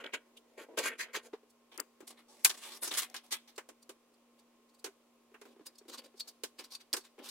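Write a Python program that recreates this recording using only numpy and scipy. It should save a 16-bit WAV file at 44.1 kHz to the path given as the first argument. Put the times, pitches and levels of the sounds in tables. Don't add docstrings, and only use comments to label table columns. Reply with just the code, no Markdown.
import sys
import numpy as np
from scipy import signal
from scipy.fft import rfft, irfft, next_fast_len
from scipy.io import wavfile
from scipy.ndimage import uniform_filter1d, map_coordinates

SR = 44100
rng = np.random.default_rng(int(sys.argv[2]) if len(sys.argv) > 2 else 0)


def persist_wave(psi):
    counts = np.round(np.clip(psi, -1, 1) * 32767).astype(np.int16)
    wavfile.write(sys.argv[1], SR, np.atleast_2d(counts).T)


N = 321930

# pitch_hz, rms_db
HUM_PARTIALS = [(236.9, -73), (414.5, -89.5), (516.8, -90.5), (1066, -83)]
# freq_hz, side_to_mid_db
STEREO_WIDTH = [(60, -2.5), (160, -7), (260, -7.5), (450, -7.5), (800, -10), (1500, -5.5), (4000, 1)]
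# start_s, level_db, pitch_hz
BUMPS = [(0.606, -45.5, 344), (0.789, -29.5, 530), (1.17, -38, 429), (1.331, -40, 326), (1.335, -32, 426),
         (1.431, -54, 430), (2.027, -45, 322), (4.879, -43, 402), (5.316, -54.5, 410), (5.488, -54.5, 385),
         (5.563, -50, 387), (5.595, -48, 394), (5.609, -47.5, 305), (5.812, -50, 396), (5.854, -52, 353),
         (6.141, -51, 385), (7.181, -44, 442)]
# start_s, level_db, pan_db
TONGUE_TICKS = [(1.7774, -28, 12), (1.801, -20.5, 25), (2.4476, -1, -1.5), (3.1, -38, 6), (3.265, -48, 0)]
# centre_s, level_db, graze_s, tilt_db_per_oct
FRAME_CLINKS = [(1.505, -53, .006, 5), (3.563, -46, .003, 1), (3.829, -46.5, .004, 2),
                (4.142, -58.5, .004, 2), (4.396, -53, 0.0049, 1), (4.697, -58, .006, -1),
                (4.748, -53.5, .005, 2), (4.796, -51, .005, 3), (5.668, -31.5, 0.0038, 4.5),
                (5.757, -50, .004, -1), (5.786, -41, 0.0024, 2), (5.897, -43, .006, -1),
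                (5.946, -39, .005, 0), (5.983, -32.5, .005, -3.5), (6.047, -48, .005, -2),
                (6.181, -49, .006, -3), (6.2, -30.5, 0.0028, 0), (6.2065, -24.5, .002, -4),
                (6.289, -37.5, .005, 2), (6.594, -32.5, 0.0045, -1.5), (6.653, -45, .005, 0),
                (6.753, -29, 0.0036, -1), (6.812, -46, 0.0053, -3), (6.9301, -17.5, .0003, 1),
                (6.936, -17.5, .0004, 0.5), (7.013, -46.5, .007, -3)]
# pitch_hz, level_db, t60_s
TONGUE_MODES = [(4850, -7, 0.0065), (8440, -23.5, .022), (9300, -24, .024), (12900, -24, .026),
                (15250, -24, .026)]
FRAME_MODES = [(3800, -15, .06), (4510, -12, .07), (4830, 3, .011), (5016, -13, .06), (5850, -7, .018),
               (7120, -16, .035), (8770, -8, 0.013)]
# start_s, crack_db, clap_db, thud_db, pan_db
SLAPS = [(0.134, -52, -48, -47.5, 4), (0.3696, -42.5, -79, -65, -1), (0.773, -30, -50, -52, -2),
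         (0.7862, -17.5, -41.5, -46, -0.5), (1.1443, -36, -36.5, -71, 1), (1.7814, -56, -45.5, -48, 2),
         (1.7978, -55, -44, -45.5, 2), (2.0054, -47.5, -57.5, -49, 8), (2.4479, -2, -28, -46, 2.5),
         (2.4949, -19.5, -41.5, -52.5, -1), (2.5018, -25, -41.5, -55, 1), (2.8256, -43, -44.5, -49.5, 1),
         (2.8753, -21.5, -44.5, -47.5, 1), (2.9126, -27, -43, -48, 3), (2.9382, -21, -51, -68, 1),
         (2.9482, -25, -62, -66, -2), (2.973, -19.5, -53, -55, -5), (3.02, -24.5, -45.5, -54, 4),
         (3.143, -28.5, -40, -57, 0.5), (3.1632, -26, -64, -60, -0.5), (3.3167, -26, -52, -55.5, 1.5),
         (3.3214, -20.5, -53, -52, -2), (3.5796, -29.5, -40, -43, 0), (3.689, -38, -54, -50, -0.5),
         (3.893, -33.5, -50, -47, -1), (4.8432, -23.5, -43.5, -42, -2.5), (4.8607, -33, -46.5, -47.5, -1),
         (5.343, -56, -50.5, -57, -1), (5.4144, -42, -53.5, -51, -1), (5.4537, -51.5, -56, -55, -1),
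         (6.4356, -21, -42, -39, -1), (6.591, -45, -59, -74, 1), (6.936, -20, -34.5, -39, 0.5),
         (6.9666, -22.5, -44, -48.5, -1), (6.9764, -40, -64.5, -50, 5), (7.1893, -52, -54.5, -51, 4)]
# centre_s, length_s, level_db, pitch_hz, half_width_oct
SCRAPES = [(0.044, 0.0038, -42.5, 2970, 0.24), (0.065, 0.0037, -40.5, 3000, 0.23),
           (0.147, 0.018, -38.5, 2580, 0.35), (0.376, .011, -55.5, 3040, 0.22),
           (0.783, .012, -38, 2620, 0.39), (0.877, 0.032, -38.5, 1840, .32), (1.008, 0.017, -36, 1850, .26),
           (1.031, 0.042, -46, 2000, 0.28), (1.154, .015, -41, 1750, 0.28),
           (1.7987, 0.0032, -36.5, 1660, 0.23), (2.453, 0.0092, -26, 12500, 0.35),
           (2.456, .01, -25.5, 2400, .17), (2.503, .002, -32, 3700, .25), (2.513, .002, -37, 3300, 0.37),
           (2.838, 0.022, -38, 10400, 0.22), (2.892, 0.021, -48, 5900, .12),
           (2.917, 0.0096, -37.5, 3670, 0.18), (2.985, .015, -35, 7150, .25), (3.33, .012, -40, 7180, 0.23),
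           (5.948, 0.021, -53.5, 1045, 0.27)]
# start_s, rise_s, hold_s, rasp_db, drone_db, fizz_db
DRAG_STROKES = [(0, 0.0015, 0.018, -47.5, -47.5, -63), (.036, 0.0043, 0.039, -48.5, -50, -67.5),
                (.134, 0.005, 0.0055, -35, -41, -38.5), (.25, 0.014, 0.57, -81, -70, -82),
                (.574, 0.0064, 0.058, -56, -50.5, -57), (.683, 0.0086, 0.059, -68, -51, -80),
                (.771, 0.01, 0.019, -36.5, -38, -38.5), (.81, 0.054, 0.021, -34.5, -43.5, -37),
                (.895, 0.0098, 0.036, -47.5, -54, -65), (.978, 0.035, .012, -45, -58, -40.5),
                (1.02, 0.013, 0.0095, -47, -63, -49.5), (1.05, 0.012, 0.046, -58, -59.5, -85),
                (1.13, 0.029, 0.014, -40.5, -47.5, -41), (1.22, 0.04, 0.013, -63, -57, -58.5)]
SLIDE_STROKES = [(1.715, 0.0054, 0.041, -55.5, -64, -64.5), (2.069, 0.011, 0.0065, -60, -65, -46.5),
                 (2.095, 0.013, 0.0069, -58.5, -58.5, -52.5), (2.165, 0.022, 0.02, -63, -72, -67.5),
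                 (2.28, 0.0085, 0.26, -70.5, -68, -64), (2.54, 0.0072, .004, -54, -60.5, -52),
                 (2.565, 0.013, 0.012, -56.5, -66, -52), (2.595, 0.048, 0.051, -50.5, -61.5, -48),
                 (2.69, 0.024, 0.059, -56, -62, -51), (2.818, 0.017, .03, -50, -54, -39),
                 (2.908, .008, 0.066, -46.5, -55, -44), (2.965, 0.019, 0.018, -36, -57.5, -29.5),
                 (3.015, 0.014, .012, -45, -66, -42), (3.07, 0.038, 0.036, -69, -63, -73),
                 (3.145, .02, 0.0066, -47, -68, -51), (3.23, 0.01, 0.043, -68, -70.5, -64),
                 (3.306, 0.023, 0.014, -38, -60, -34), (3.473, 0.0056, 0.028, -59.5, -69, -58.5),
                 (4.37, 0.024, 0.015, -73.5, -76, -78)]
PULL_STROKES = [(5.4, 0.072, 0.058, -71.5, -63, -71), (5.654, 0.014, 0.002, -58.5, -62.5, -52),
                (5.878, .012, 0.016, -59, -54.5, -52.5), (5.915, 0.022, 0.014, -54.5, -63, -49.5),
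                (5.972, 0.017, 0.011, -57, -58.5, -55), (6.035, 0.01, 0.02, -63.5, -60.5, -60),
                (6.155, 0.023, 0.017, -74, -72, -61.5), (6.19, 0.02, 0.0038, -61, -64.5, -49),
                (6.23, 0.031, 0.0091, -69, -69, -69), (6.272, 0.0091, 0.0094, -58.5, -64, -46.5),
                (6.583, 0.016, 0.0085, -51.5, -57, -47.5), (6.63, 0.017, 0.0035, -60.5, -77, -53),
                (6.703, 0.019, 0.035, -61.5, -72, -50.5), (6.795, 0.016, 0.0045, -58.5, -76, -57.5),
                (7.035, 0.018, 0.011, -62.5, -77.5, -60), (7.178, 0.022, 0.026, -62.5, -55.5, -72),
                (7.225, 0.028, 0.028, -55.5, -67, -49), (7.285, 0.0074, .01, -56, -79, -40.5)]
# release_ratio, trail_offset_db
BAND_DECAYS = [(1.06, 1.5), (1.3, 7.5), (0.7, -6)]
# centre_hz, width_hz, gain_db
STRAP_RESONANCES = [(454, 37, 0.5), (1560, 180, 3), (2170, 1100, 6), (6460, 570, 1), (10200, 700, 4.5),
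                    (11750, 310, 7)]
# freq_hz, gain_db
AIR_TONE = [(25, -17), (140, -18.5), (200, -13), (300, -1.5), (520, -1.5), (800, -9), (1100, -7),
            (1600, -16.5), (2600, -14.5), (4000, -20), (8000, -22.5), (15500, -27.5)]
SKIN_TONE = [(60, -34), (160, -30), (300, -8), (800, 2), (1500, -5), (4000, -15), (12000, -34)]
TONGUE_TONE = [(400, -50), (2000, -19), (3700, -14), (4500, -1.5), (9000, 1.5), (11500, -4), (16000, -5)]
FRAME_TONE = [(400, -41), (2000, -16.5), (3200, -8.5), (4200, 0), (6000, -1), (9000, -1.5), (12000, -9),
              (16000, -15)]
CRACK_TONE = [(400, -57), (1800, -17.5), (3000, 1), (5000, -1), (7500, -0.5), (11000, -6), (16000, -17)]
CLAP_TONE = [(150, -44.5), (450, -17), (750, -5.5), (1100, 0.5), (1300, -3.5), (1550, 0), (1850, -4.5),
             (2350, -5.5), (2900, -8.5), (4500, -33)]
THUD_TONE = [(60, -38.5), (190, -35), (270, -8.5), (400, 2), (500, -5), (700, -13), (1400, -35.5)]
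DRAG_TONE = [(110, -44), (180, -37.5), (248, -14.5), (374, -12), (435, -3.5), (779, -20.5), (905, -3.5),
             (1420, -6.5), (1560, -3), (4810, -11), (5490, -17), (6750, -10), (9460, -21.5), (10400, -18),
             (12100, -21), (13000, -27), (16000, -25.5)]
SLIDE_TONE = [(110, -38.5), (180, -32.5), (213, -14.5), (404, -9), (658, -11.5), (1090, -0.5), (1370, -4.5),
              (2110, -1), (2740, -2.5), (3700, 1.5), (5800, -1), (10400, -2), (16000, -13.5)]
PULL_TONE = [(110, -66), (180, -53), (209, -18), (230, -3), (419, -2), (622, -8), (1090, -7), (1220, -11),
             (1710, -10), (2030, -11), (3180, -9), (4550, -2.5), (6750, -10.5), (14300, -16), (16000, -24)]


def amp(db):
    return 10 ** (np.asarray(db) / 20)


def unit_rms(x):
    return x / np.sqrt(np.mean(x ** 2) + 1e-20)


def curve_gain(curve, hz):
    freq_hz, gain_db = np.transpose(curve)
    return amp(np.interp(np.log(hz + 1), np.log(freq_hz), gain_db))


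def seconds(length_s):
    return np.arange(int(length_s * SR)) / SR


def wobble(rate_hz):
    knots = rng.standard_normal(int(N * rate_hz / SR) + 4)
    return map_coordinates(knots, [np.arange(N) * rate_hz / SR])


def filtered(x, response):
    size = next_fast_len(x.shape[-1] + 8192)
    return irfft(rfft(x, size) * response(np.fft.rfftfreq(size, 1 / SR)), size)[..., :x.shape[-1]]


def coloured(x, tone, size=2048):
    cepstrum = irfft(np.log(curve_gain(tone, np.fft.rfftfreq(size, 1 / SR))))
    cepstrum[1:size // 2] *= 2
    cepstrum[size // 2 + 1:] = 0
    impulse = irfft(np.exp(rfft(cepstrum)))
    return signal.fftconvolve(x, impulse[None], axes=1)[:, :x.shape[1]]


def varied(tone, spread_db):
    return [(hz, db + rng.normal(0, spread_db)) for hz, db in tone]


def tilted(tone, db_per_oct):
    return [(hz, db + db_per_oct * np.log2(hz / 1000)) for hz, db in tone]


def at_level(sound, db):
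    return amp(db) * sound / np.sqrt(np.sum(sound ** 2) / (2 * .01 * SR))


def add(track, start_s, sound, pan_db=0):
    start = round(start_s * SR)
    sound, start = sound[:, max(-start, 0):], max(start, 0)
    panned = sound * amp([[pan_db / 2], [-pan_db / 2]])
    track[:, start:start + sound.shape[1]] += panned[:, :N - start]


def stereo_noise(samples):
    mid, side = rng.standard_normal((2, samples))
    side = filtered(side, lambda hz: curve_gain(STEREO_WIDTH, hz))
    return np.array([mid + side, mid - side])


def bench_response(wet_db, t60_s, tail_db=-32, tail_t60_s=.42, onset_s=.0006):
    t = seconds(.25)
    decay = amp(-60 * t / t60_s) + amp(tail_db - 60 * t / tail_t60_s)
    echo = stereo_noise(len(t)) * decay * (1 - np.exp(-t / onset_s))
    echo *= amp(wet_db) / np.linalg.norm(echo[0])
    echo[:, 0] += 1
    return echo


def shop():
    air = unit_rms(filtered(stereo_noise(N), lambda hz: curve_gain(AIR_TONE, hz)))
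    t, hum = np.arange(N) / SR, np.zeros(N)
    for hz, rms_db in HUM_PARTIALS:
        peak = np.sqrt(2) * amp(rms_db + 1.7 * wobble(7.4))
        hum += peak * np.sin(2 * np.pi * hz * t + hz / 1500 * wobble(12))
    return amp(-71 + .39 * wobble(1.4)) * air + hum


def bench_bumps(t60_s=.027, rise_s=.0047):
    out, t = np.zeros((2, N)), seconds(.1)
    for start_s, db, hz in BUMPS:
        push = np.sin(2 * np.pi * hz * t) * amp(-60 * t / t60_s) * (1 - np.exp(-t / rise_s)) ** 2
        bump = signal.fftconvolve(push[None], bench_response(wet_db=-5, t60_s=.059), axes=1)
        pat = coloured(bench_response(wet_db=7, t60_s=.11), SKIN_TONE)
        add(out, start_s, at_level(bump, db - 8))
        add(out, start_s, at_level(pat, db - 18))
    return out


def damped_sine(t, hz, db, t60_s):
    return amp(db - 60 * t / t60_s) * np.sin(2 * np.pi * hz * t)


def buckle_tongue(burst_t60_s=.0028):
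    out, t = np.zeros((2, N)), seconds(.15)
    for start_s, db, pan_db in TONGUE_TICKS:
        burst = rng.standard_normal(len(t)) * amp(-60 * t / burst_t60_s)
        ring = sum(damped_sine(t, *mode) for mode in TONGUE_MODES)
        bench = bench_response(wet_db=-3, t60_s=.0093, tail_db=-45.5)
        tick = signal.fftconvolve((burst + ring)[None], bench, axes=1)
        add(out, start_s, at_level(coloured(tick, TONGUE_TONE), db - 21), pan_db)
    return out


def buckle_frame(mode_spread_db=2.5, pitch_spread=.02, lead_s=.05):
    out, t = np.zeros((2, N)), seconds(.15)
    for centre_s, db, graze_s, tilt_db_per_oct in FRAME_CLINKS:
        detune = rng.normal(1, pitch_spread)
        ring = sum(damped_sine(t, hz * detune, rng.normal(mode_db, mode_spread_db), t60_s)
                   for hz, mode_db, t60_s in FRAME_MODES)
        ring[0] += amp(24 - .15 * (db + 30))
        impacts = rng.standard_normal(len(t)) * np.exp(-np.abs(t - lead_s) / graze_s)
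        clink = signal.fftconvolve(ring, impacts)
        clink = signal.fftconvolve(clink[None], bench_response(wet_db=-1, t60_s=.046), axes=1)
        clink = coloured(clink, tilted(FRAME_TONE, tilt_db_per_oct))
        add(out, centre_s - lead_s, at_level(clink, db - 13))
    return out


def leather_slaps():
    out = np.zeros((2, N))
    for start_s, crack_db, clap_db, thud_db, pan_db in SLAPS:
        crack_tone = tilted(CRACK_TONE, db_per_oct=.17 * max(crack_db + 27, 0))
        crack = coloured(bench_response(wet_db=13.5, t60_s=.076), varied(crack_tone, spread_db=2))
        clap = coloured(bench_response(wet_db=15, t60_s=.08, onset_s=.002), CLAP_TONE)
        thud = coloured(bench_response(wet_db=7.5, t60_s=.083), THUD_TONE)
        add(out, start_s, at_level(crack, crack_db - 15.5) + at_level(clap, clap_db - 3), pan_db)
        add(out, start_s, at_level(thud, thud_db - 2))
    return out


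def strap_scrapes():
    out, t = np.zeros((2, N)), seconds(.2) - .1
    for centre_s, length_s, db, pitch_hz, half_width_oct in SCRAPES:
        band = lambda hz: 1 / (1 + (np.log2((hz + 1) / pitch_hz) / half_width_oct) ** 2)
        chatter = filtered(stereo_noise(len(t)), band)
        swell = np.exp(-2 * (t / length_s) ** 2)
        add(out, centre_s + t[0], amp(db) * unit_rms(chatter * swell) * np.sqrt(np.mean(swell ** 2)))
    return out


def slips(rate_hz, spread_db, clump_db):
    size_db = spread_db * np.clip(rng.standard_normal(N), -2, 2)
    size_db += clump_db * np.clip(wobble(140), -2, 2)
    grains = (rng.random(N) < rate_hz / SR) * rng.choice([-1, 1], N) * amp(size_db)
    return grains / np.sqrt(np.abs(uniform_filter1d(grains ** 2, size=1100)) + 1e-6)


def moving_contact(grains, wet_db, drift_db=2, drift_hz=22):
    angle, rub = wobble(5), np.zeros((2, N))
    for share in (np.cos(angle), np.sin(angle)):
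        rub += signal.oaconvolve((grains * share)[None], bench_response(wet_db, .11), axes=1)[:, :N]
    hz, t, spectra = signal.stft(rub, SR, nperseg=256)
    grid = np.meshgrid(2.5 * np.log2(1 + hz / 500), t * drift_hz, indexing="ij")
    drift = map_coordinates(rng.standard_normal((32, 256)), grid, mode="mirror")
    return signal.istft(spectra * amp(drift_db * drift), SR, nperseg=256)[1][:, :N]


def stroke_envelope(strokes, band, release_t60_s, trail_db, sag_db=3, trail_t60_s=.6):
    t, power = np.arange(N) / SR, np.zeros(N)
    for start_s, rise_s, hold_s, *levels_db in strokes:
        active = (t >= start_s) & (t < start_s + .7)
        age_s = t[active] - start_s
        swell = np.clip(age_s / rise_s, 0, 1) ** .95
        sag = amp(-sag_db * np.clip((age_s - rise_s) / hold_s, 0, 1))
        after_s = np.maximum(age_s - rise_s - hold_s, 0)
        release = amp(-60 * after_s / release_t60_s) + amp(trail_db - 60 * after_s / trail_t60_s)
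        power[active] += (amp(levels_db[band]) * swell * sag * release) ** 2
    return np.sqrt(power)


def friction(strokes, tone, grains, wet_db, base_t60_s, trail_db, peaks=(), drone_hz=820, fizz_hz=3700):
    def colour(hz):
        peaks_db = sum(db / (1 + (2 * (hz - centre) / width) ** 2) for centre, width, db in peaks)
        return curve_gain(tone, hz) * amp(peaks_db)

    lowpass = lambda hz, edge_hz: 1 / (1 + (hz / edge_hz) ** 10)
    rasp = lambda hz: lowpass(hz, fizz_hz) - lowpass(hz, drone_hz)
    drone = lambda hz: lowpass(hz, drone_hz)
    fizz = lambda hz: 1 - lowpass(hz, fizz_hz)
    rub, out = moving_contact(grains, wet_db), np.zeros((2, N))
    for band, response in enumerate((rasp, drone, fizz)):
        release_ratio, offset_db = BAND_DECAYS[band]
        envelope = stroke_envelope(strokes, band, base_t60_s * release_ratio, trail_db + offset_db)
        out += envelope * unit_rms(filtered(rub, lambda hz: colour(hz) * response(hz)))
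    return out


def straps():
    drag = friction(DRAG_STROKES, DRAG_TONE, slips(rate_hz=2000, spread_db=3.5, clump_db=3),
                    wet_db=4.5, base_t60_s=.094, trail_db=-30, peaks=STRAP_RESONANCES)
    slide = friction(SLIDE_STROKES, SLIDE_TONE, slips(rate_hz=1300, spread_db=8.5, clump_db=0),
                     wet_db=6, base_t60_s=.11, trail_db=-25.5)
    pull = friction(PULL_STROKES, PULL_TONE, slips(rate_hz=1800, spread_db=1.5, clump_db=4),
                    wet_db=3.5, base_t60_s=.091, trail_db=-18)
    return amp(-1.5) * drag + amp(-1) * slide + amp(-2) * pull


def scene():
    leather = straps() + strap_scrapes() + leather_slaps()
    return leather + bench_bumps() + buckle_tongue() + buckle_frame() + shop()


def record(dry):
    return filtered(dry, lambda hz: 1 / (1 + (hz / 16100) ** 120))


dry = scene()
out = record(dry)
persist_wave(out)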